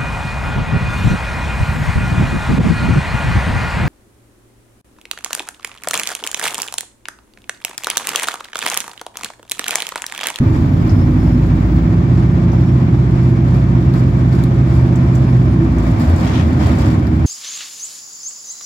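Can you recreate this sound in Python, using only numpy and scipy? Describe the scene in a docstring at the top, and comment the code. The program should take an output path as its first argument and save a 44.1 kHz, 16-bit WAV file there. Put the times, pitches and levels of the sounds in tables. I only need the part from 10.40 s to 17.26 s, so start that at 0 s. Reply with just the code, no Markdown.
"""A window seat in a diesel bus on a country road. From the start the road rumbles through the body,
the tyres roar, and every jolt sets the trim chattering, among stray knocks and squeaks. Over two
seconds the four-cylinder engine pulls up, its turbo whistle trailing behind, then cruises, booming
in the cabin's air resonances. After five seconds it changes up to low revs and the turbo dies away;
last, bumps boom through the floor and the tyres swish over patched asphalt."""
import sys
import numpy as np
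from scipy import signal
from scipy.fft import rfft, irfft
from scipy.io import wavfile
from scipy.ndimage import uniform_filter1d, minimum_filter1d

SR = 44100
rng = np.random.default_rng(int(sys.argv[2]) if len(sys.argv) > 2 else 0)


def put_to_file(sound):
    """Save the sound as 16-bit audio at rate SR, in the file named by the first command-line argument."""
    columns = np.atleast_2d(sound).T  # one column per channel
    safe = np.clip(columns, -1, 1)
    whole_steps = np.round(safe * 32767)
    wavfile.write(sys.argv[1], SR, whole_steps.astype(np.int16))


N = 302526
TIME = np.arange(N) / SR
BIN_HZ = np.fft.rfftfreq(N, 1 / SR)

# stereo image of the cabin: (frequency [Hz], left-right correlation [-1 to 1])
EAR_CORRELATION = [(60, 0.98), (210, 0.98), (350, 0.92), (500, 0.12), (770, 0.096), (1170, -0.31),
                   (1800, 0.088), (16000, -0.14)]
# lean of that image: (frequency [Hz], left minus right [dB])
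EAR_BALANCE = [(50, -.5), (85, 1.5), (140, 0), (300, -2), (600, -4), (1100, -1.5), (2150, 7), (2950, 0),
               (4500, 0), (8000, -1), (16000, -3)]

# tone colours of the noise beds: (frequency [Hz], relative level [dB])
TRIM_SPECTRUM = [(1500, -22), (3000, -5), (4700, 6), (5450, 3), (5900, -8.5), (7300, 3.5), (8700, -6.5),
                 (12000, -6), (16000, -13.5)]
GRIT_SPECTRUM = [(500, -13), (1000, 3.5), (1400, -2), (2000, -4), (2600, -1.5), (3300, -2), (4200, -8),
                 (6500, -11), (9000, -23), (16000, -36.5)]
TYRE_SPECTRUM = [(250, -14.5), (470, -1.5), (550, 1.5), (720, -1), (1000, -2), (1400, -6), (1900, -13),
                 (2350, -15), (2700, -18), (3600, -22), (5300, -27.5), (7400, -33.5), (8700, -47.5),
                 (16000, -57)]
DRONE_SPECTRUM = [(100, -33), (180, -12), (215, -2), (245, 4.5), (285, -5), (322, 0), (350, -7),
                  (375, -11.5), (420, -13.5), (470, -28.5), (800, -62)]
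FLOOR_SPECTRUM = [(20, -34), (40, -24), (52, -16.5), (64, 0), (76, 2), (100, -0.5), (135, 0.5), (165, -0.5),
                  (200, -10), (300, -33), (600, -71)]

# resonances: (frequency [Hz], width [Hz], lift [dB])
METAL_MODES = [(3600, 110, 8), (4700, 90, 2.5), (5250, 79, 1.5), (6230, 170, 8), (6900, 130, 5.5),
               (9300, 120, 5)]  # thin metal trim
WHEEL_ARCH_MODES = [(1900, 110, 7), (2160, 80, 3), (3230, 34, 6.5)]
HOLLOW_MODES = [(544.4, 24, 4), (685, 130, 2.5), (1830, 260, 3), (2284, 200, 3.5), (3595, 110, 4.5),
                (5480, 78, 4)]  # the hollow of the cabin
PANEL_MODES = [(95, 11, 7.5), (116.2, 15, 6), (170.8, 15, 4.5), (245.5, 17.3, 9.5), (331, 8, 4.5)]  # cabin air and side panels, swept by the engine orders
AIR_MODES = [(58.7, 11, 14.5), (75.4, 4, 12.5), (100, 2.6, 19.5), (126.3, 7.8, 14)]  # air along the cabin, swept by the firing note and its octave

# trim rubs: (midpoint [s], length [s], pitch [Hz], level [dB], octave above tone [dB])
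TRIM_SQUEAKS = [(.33, .17, 5500, -59, -22), (.442, .14, 4980, -55, -14), (.58, .2, 5240, -49, -13),
                (.87, .22, 5270, -51.5, -10), (2.22, .3, 5426, -55, -19), (2.8, .14, 5446, -56, -22),
                (3.98, .17, 4690, -57, -5), (4.419, .2, 4930, -57, -8), (4.89, .14, 5126, -55, -6),
                (5.139, .07, 4678, -59, 3)]
# loose fittings knock: (time [s], level [dB], ring [Hz], share of dry crack [0-1])
FITTING_KNOCKS = [(.495, -38.5, 5170, 0.07), (2.119, -44, 5450, .1), (2.131, -21.5, 650.5, 0.04),
                  (3.152, -47, 4900, 0.4), (3.538, -35, 4300, 0.5), (3.542, -34.5, 1100, 0.06),
                  (3.580, -49, 6230, 0.2), (3.924, -41, 4400, 0.32), (4.0382, -29.5, 3805, 0.7),
                  (4.557, -37, 6600, 0.4), (4.754, -34.5, 6890, 0.5), (5.384, -39, 7020, .5),
                  (5.597, -34, 4300, .6), (5.696, -42, 9500, .7), (5.763, -37, 6800, .4),
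                  (5.955, -32, 3280, .02), (6.205, -42, 4640, .15), (6.388, -37, 6850, 0.46),
                  (6.67, -38, 4765, 0.5)]
# uneven road jolts the body: (peak time [s], strength [0-1])
ROAD_JOLTS = [(.15, 0.55), (.46, 0.66), (.83, 0.35), (1.2, 0.06), (1.31, 0.2), (1.77, 0.5), (2.3, 0.3),
              (2.78, 0.4), (3.06, 0.6), (3.15, 0.5), (3.56, 0.8), (3.94, 0.8), (4.33, 0.61), (4.55, 0.3),
              (4.76, .6), (4.94, 0.5), (5.4, .65), (5.61, 0.64), (5.79, .6), (6.23, 0.4), (6.31, 0.28),
              (6.4, 1), (6.49, 0.56)]
# coarseness of the asphalt: (time [s], tyre roar lift [dB])
COARSENESS = [(0, 0.7), (1.1, 0.5), (1.6, 0.1), (4.0, 0.2), (4.35, 1.25), (5.1, 0), (5.85, 4.5), (6.07, 3),
              (6.27, 5.5), (6.5, 2), (6.7, 0), (6.86, 1)]
# the tyres cross asphalt patches: (peak time [s], level [dB], rise [s], fall [s])
ASPHALT_PATCHES = [(5.88, -33.5, 0.061, 0.06), (5.962, -32.5, 0.031, 0.078), (6.25, -37, 0.056, 0.074),
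                   (6.44, -41, .06, 0.08)]
# a side panel hums up: (peak time [s], level [dB], pitch [Hz], half length [s])
PANEL_HUMS = [(.87, -22.5, 252, .38), (5.277, -22, 324.2, 0.22), (6.707, -21.5, 314, .25)]
# the side panels' drone: (time [s], level [dB])
DRONE_LEVEL = [(0, -19), (.8, -20.5), (1.6, -25), (3.5, -23.5), (4.2, -22), (4.9, -23), (5.6, -20.5),
               (6.2, -18), (6.86, -20)]
# the wheels hit bumps: (time [s], level [dB], pitch [Hz], rise [s])
WHEEL_BUMPS = [(0.47, -14, 101.2, 0.047), (4.311, -13.5, 79.2, 0.062), (5.51, -19, 97, 0.021),
               (5.66, -6, 82.84, 0.043), (6.018, -9.5, 80, 0.036)]

# the engine pulls up, cruises and changes up a gear: (time [s], firing rate [Hz])
FIRING_RATE = [(0, 50.73), (.25, 51.08), (.8, 56.16), (1.12, 57.14), (1.45, 60.23), (1.7, 63.03),
               (2.0, 61.9), (2.4, 63.34), (3.5, 63.02), (5.0, 63.53), (5.3, 60.5), (5.5, 56.7),
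               (5.68, 41.6), (6.1, 39.43), (6.4, 35.98), (6.86, 37.57)]
# how hard it pulls, easing off for the gear change: (time [s], load [dB])
ENGINE_LOAD = [(0, 1), (.6, 0), (1.8, 0.5), (2.5, -1.5), (4.9, -3), (5.3, 0.5), (5.58, -6.5), (5.85, -0.5),
               (6.86, 1.5)]
# throb of uneven cylinders: (order [multiple of the cycle rate], relative level [dB])
THROB_ORDERS = [(5, -24), (6, -9.5), (7, -4.5), (9, -4.5), (10, -12.5), (11, -2.5), (12, -11), (13, -8),
                (14, -13), (15, -12), (16, -24.5), (17, -13), (18, -11), (19, -31), (20, -20), (21, -12),
                (22, -8.5), (23, -27), (24, -17.5), (25, -31.5), (26, -20.5), (27, -25.5)]


def gain_of(db):
    """Decibels to amplitude."""
    return 10 ** (np.asarray(db) / 20)


def unit_rms(x):
    """Scales to rms 1."""
    return x / np.sqrt(np.mean(x ** 2) + 1e-20)


def curve(points):
    """An automation curve through (time, value) points."""
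    return np.interp(TIME, *np.transpose(points))


def eq_curve(points):
    """A curve through (frequency, value) points, on a log-frequency axis."""
    hz, value = np.transpose(points)
    return np.interp(np.log(BIN_HZ + 1), np.log(hz + 1), value)


def lift(modes, hz):
    """The dB that a set of resonances adds at each frequency."""
    return sum(db / (1 + (2 * (hz - centre) / width) ** 2) for centre, width, db in modes)


def panned(db):
    """Stereo gains for a left-minus-right level."""
    return gain_of(np.array([[db], [-db]]) / 2)


def add(mix, s, sound):
    """Mixes a sound in at time s."""
    part = mix[:, round(s * SR):][:, :sound.shape[1]]
    part += sound[:, :part.shape[1]]


def swell(s, rise_s, fall_s):
    """A rounded hump of height 1 at time s."""
    return np.exp(-((TIME - s) / np.where(TIME < s, rise_s, fall_s)) ** 2)


def noise():
    """Two channels of white noise."""
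    return rng.standard_normal((2, N))


def wander(hz):
    """Random drift of rms 1, up to the given rate."""
    coarse = TIME[::32]
    rates = np.fft.rfftfreq(len(coarse), coarse[1])
    spectrum = rfft(rng.standard_normal(len(coarse))) / (1 + (rates / hz) ** 4)
    return np.interp(TIME, coarse, unit_rms(irfft(spectrum, len(coarse))))


def fuzzy_tone(hz, width_hz):
    """A narrow band of noise, rms 1, that follows a pitch."""
    phase = 2 * np.pi * np.cumsum(hz * np.ones(N)) / SR
    return wander(width_hz) * np.cos(phase) + wander(width_hz) * np.sin(phase)


def burst(t60):
    """A dying puff of stereo noise."""
    t = TIME[:8192]
    return rng.standard_normal((2, len(t))) * gain_of(-60 * t / t60)


def contacts(per_s, spread_db, t60):
    """A grainy texture of tiny impacts of uneven size, each dying quickly."""
    hits = rng.random(N) < per_s / SR
    taps = hits * gain_of(spread_db * np.minimum(rng.exponential(1, N), 3))
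    decay = gain_of(-60 * TIME[:4096] / t60)
    power = signal.oaconvolve(taps ** 2, decay ** 2)[:N]
    return noise() * np.sqrt(np.maximum(power, 0))


def cabin(drive, spectrum, modes=(), ripple_db=2.7, ripple_hz=28):
    """Colours a texture, at rms 1; bass reaches both ears alike, treble comes from all around."""
    left, other = rfft(drive)
    alike = eq_curve(EAR_CORRELATION)
    right = alike * left + np.sqrt(1 - alike ** 2) * other
    # reflections from the glass leave a fine, steady ripple above the bass
    ripple = np.interp(BIN_HZ / ripple_hz, np.arange(4096), rng.uniform(-1, 1, 4096)) * (BIN_HZ > 800)
    colour_db = eq_curve(spectrum) + lift(modes, BIN_HZ) + ripple_db * ripple
    side_db = np.outer([1, -1], eq_curve(EAR_BALANCE)) / 2
    return unit_rms(irfft(np.array([left, right]) * gain_of(colour_db + side_db), N))


def jolting(rise_s=.021, fall_s=.09):
    """How hard the road shakes floor, tyres and trim together: 0 at rest to about 1."""
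    return sum(strength * swell(s, rise_s, fall_s) for s, strength in ROAD_JOLTS)


def whine(hz=1015, width_hz=10, start_db=-42, end_db=-47):
    """A thin wavering whine, as of axle gears, reaching the ears in opposite phase."""
    level = gain_of(np.linspace(start_db, end_db, N))
    return level * fuzzy_tone(hz, width_hz) * np.array([[1], [-.8]])


def turbo(base_hz=13750, base_firing_hz=50.5, hz_per_hz=235, lag_s=.08, width_hz=200, level_db=-62):
    """An airy, very high whistle that trails the revs and grows with the load."""
    inertia = np.exp(-1 / (lag_s * SR))
    rise_hz = signal.lfilter([1 - inertia], [1, -inertia], curve(FIRING_RATE) - base_firing_hz)
    hz = base_hz + hz_per_hz * rise_hz
    boost = np.interp(base_firing_hz + rise_hz, [45, 52], [0, 1])  # off boost at low revs
    whistle = np.array([fuzzy_tone(hz, width_hz), fuzzy_tone(hz, width_hz)])
    return gain_of(level_db + .8 * curve(ENGINE_LOAD)) * boost * whistle


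def squeaks(waver=.01, scratch_hz=120):
    """Scratchy stick-slip in the trim: a wavering tone and its octave, chopped by the changing grip."""
    out = np.zeros((2, N))
    bend = wander(40)
    grip = np.array([wander(scratch_hz), wander(scratch_hz)])
    for s, length, hz, db, octave_db in TRIM_SQUEAKS:
        span = abs(TIME - s) < length / 2
        phase = 2 * np.pi * np.cumsum(hz * (1 + waver * bend[span])) / SR
        tone = np.sin(phase) + gain_of(octave_db) * np.sin(2 * phase)
        out[:, span] += gain_of(db) * tone * signal.windows.tukey(len(tone), .5) * grip[:, span]
    return out


def knocks(ring_t60=.11, snap=2.6, snap_t60=.0045, relative_width=.35):
    """Each loose fitting snaps, then rings in one broad resonance over a dry crack."""
    out = np.zeros((2, N))
    for s, db, hz, dryness in FITTING_KNOCKS:
        crack = burst(ring_t60 * (1 - dryness)) + snap * burst(snap_t60)  # drier is shorter
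        edges_hz = hz * np.exp([-relative_width / 2, relative_width / 2])
        band = signal.butter(2, edges_hz, "band", fs=SR)
        makeup = np.sqrt(SR / 2 / (relative_width * hz))
        ring = makeup * signal.lfilter(*band, crack)
        add(out, s, gain_of(db) * ((1 - dryness) * ring + dryness * crack))
    return out


def trim_chatter(jolt, level_db=-55.5, jolt_db=9, per_coarseness=2.07, clump_db=2):
    """Window frames and seat trim chatter in clumps of tiny contacts, louder on jolts and coarse road."""
    clumps = contacts(per_s=470, spread_db=-1, t60=.032) * gain_of(clump_db * np.tanh(wander(15)))
    level = gain_of(level_db + jolt_db * jolt + per_coarseness * curve(COARSENESS))
    return level * cabin(clumps, TRIM_SPECTRUM, METAL_MODES)


def tyre_swish(steady_db=-50):
    """Grit hisses faintly under the tyres, swelling on each patch of asphalt."""
    patches = sum(gain_of(db) * swell(s, rise, fall) for s, db, rise, fall in ASPHALT_PATCHES)
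    grit = cabin(contacts(per_s=770, spread_db=1, t60=.018), GRIT_SPECTRUM, WHEEL_ARCH_MODES)
    return (gain_of(steady_db) + patches) * grit


def tyre_roar(cycle, jolt, level_db=-31, jolt_db=2.5, flutter_db=1.3, pulse_depth=.071):
    """The roar rides on coarse road and jolts, pulsing faintly with the engine cycle."""
    pulsing = 1 + pulse_depth * np.cos(cycle)
    level = gain_of(level_db + curve(COARSENESS) + jolt_db * jolt + flutter_db * np.tanh(wander(22)))
    return level * pulsing * cabin(noise(), TYRE_SPECTRUM, HOLLOW_MODES)


def panel_hums(width_hz=7):
    """Each hum blooms and fades in one narrow panel resonance."""
    return panned(-2) * sum(gain_of(db) * swell(s, half, half) * fuzzy_tone(hz, width_hz)
                            for s, db, hz, half in PANEL_HUMS)


def floor_bumps():
    """Each bump swells and dies in one low resonance of the floor."""
    out = np.zeros((2, N))
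    t = TIME[:SR]
    for s, db, hz, rise in WHEEL_BUMPS:
        envelope = (t / rise * np.exp(1 - t / rise)) ** 2
        tone = np.sqrt(2) * np.sin(2 * np.pi * hz * t)
        add(out, s, gain_of(db) * envelope * tone[None])
    return out


def body_rumble(jolt, level_db=-18, jolt_db=2, per_coarseness=.33, drone_lift_db=.5):
    """The road shakes the floor, harder at each jolt, and sets the side panels droning."""
    floor_db = level_db + jolt_db * jolt + per_coarseness * curve(COARSENESS)
    floor = gain_of(floor_db) * cabin(noise(), FLOOR_SPECTRUM)
    drone = gain_of(curve(DRONE_LEVEL) + drone_lift_db) * cabin(noise(), DRONE_SPECTRUM)
    return floor + drone


def engine_cycle(jitter=.00099):
    """Phase of the four-stroke cycle: four firings each time round, slightly unsteady."""
    firing_hz = curve(FIRING_RATE) * (1 + jitter * wander(13))
    return 2 * np.pi * np.cumsum(firing_hz) / SR / 4


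def engine(cycle, note_db=-30.5, octave_db=-28, throb_db=-21, smear=.3, scatter=.77):
    """The firing note and its octave boom in the cabin's resonances; one stronger cylinder throbs."""
    def partial(order, flutter):
        """One order; the body smears each kick, more so the farther the order lies from the octave."""
        lag = smear * (order - 8) ** 2 + scatter * rng.standard_normal()
        return np.sqrt(2) * (1 + flutter * wander(4.3)) * np.cos(order * cycle - lag)

    firing_hz = curve(FIRING_RATE)
    low_cut_db = 67 * np.minimum(np.log2(firing_hz / 50), 0)  # 67 dB an octave below 50 Hz
    note = gain_of(note_db + lift(AIR_MODES, firing_hz) + low_cut_db) * partial(4, flutter=.056)
    octave = gain_of(octave_db + lift(AIR_MODES, 2 * firing_hz)) * partial(8, flutter=.056)
    throb = sum(gain_of(db + lift(PANEL_MODES, order * firing_hz / 4)) * partial(order, flutter=.1)
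                for order, db in THROB_ORDERS)
    lugging_db = np.interp(firing_hz, [42, 50], [-3, 0])  # the throb softens at low revs
    throb *= gain_of(throb_db + curve(ENGINE_LOAD) + lugging_db)
    return note + (octave + throb) * panned(-2)


def scene():
    """The mix at the seat: road bed, drivetrain and rattles."""
    cycle, jolt = engine_cycle(), jolting()
    road = body_rumble(jolt) + panel_hums() + floor_bumps() + tyre_roar(cycle, jolt) + tyre_swish()
    drivetrain = engine(cycle) + turbo() + whine()
    rattles = trim_chatter(jolt) + knocks() + squeaks()
    return road + drivetrain + rattles


def record(dry):
    """A limiter holds peaks at full scale, the ends fade in milliseconds, and the top is rolled off."""
    peak_gain = np.minimum(1, 1 / (abs(dry).max(0) + 1e-9))
    limited = dry * uniform_filter1d(minimum_filter1d(peak_gain, size=600), size=600)
    faded = limited * signal.windows.tukey(N, .001)
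    low_pass = signal.firwin(511, cutoff=15900, window=("kaiser", 9), fs=SR)
    return signal.oaconvolve(faded, low_pass[None], "same")


dry = scene()
out = record(dry)
put_to_file(out)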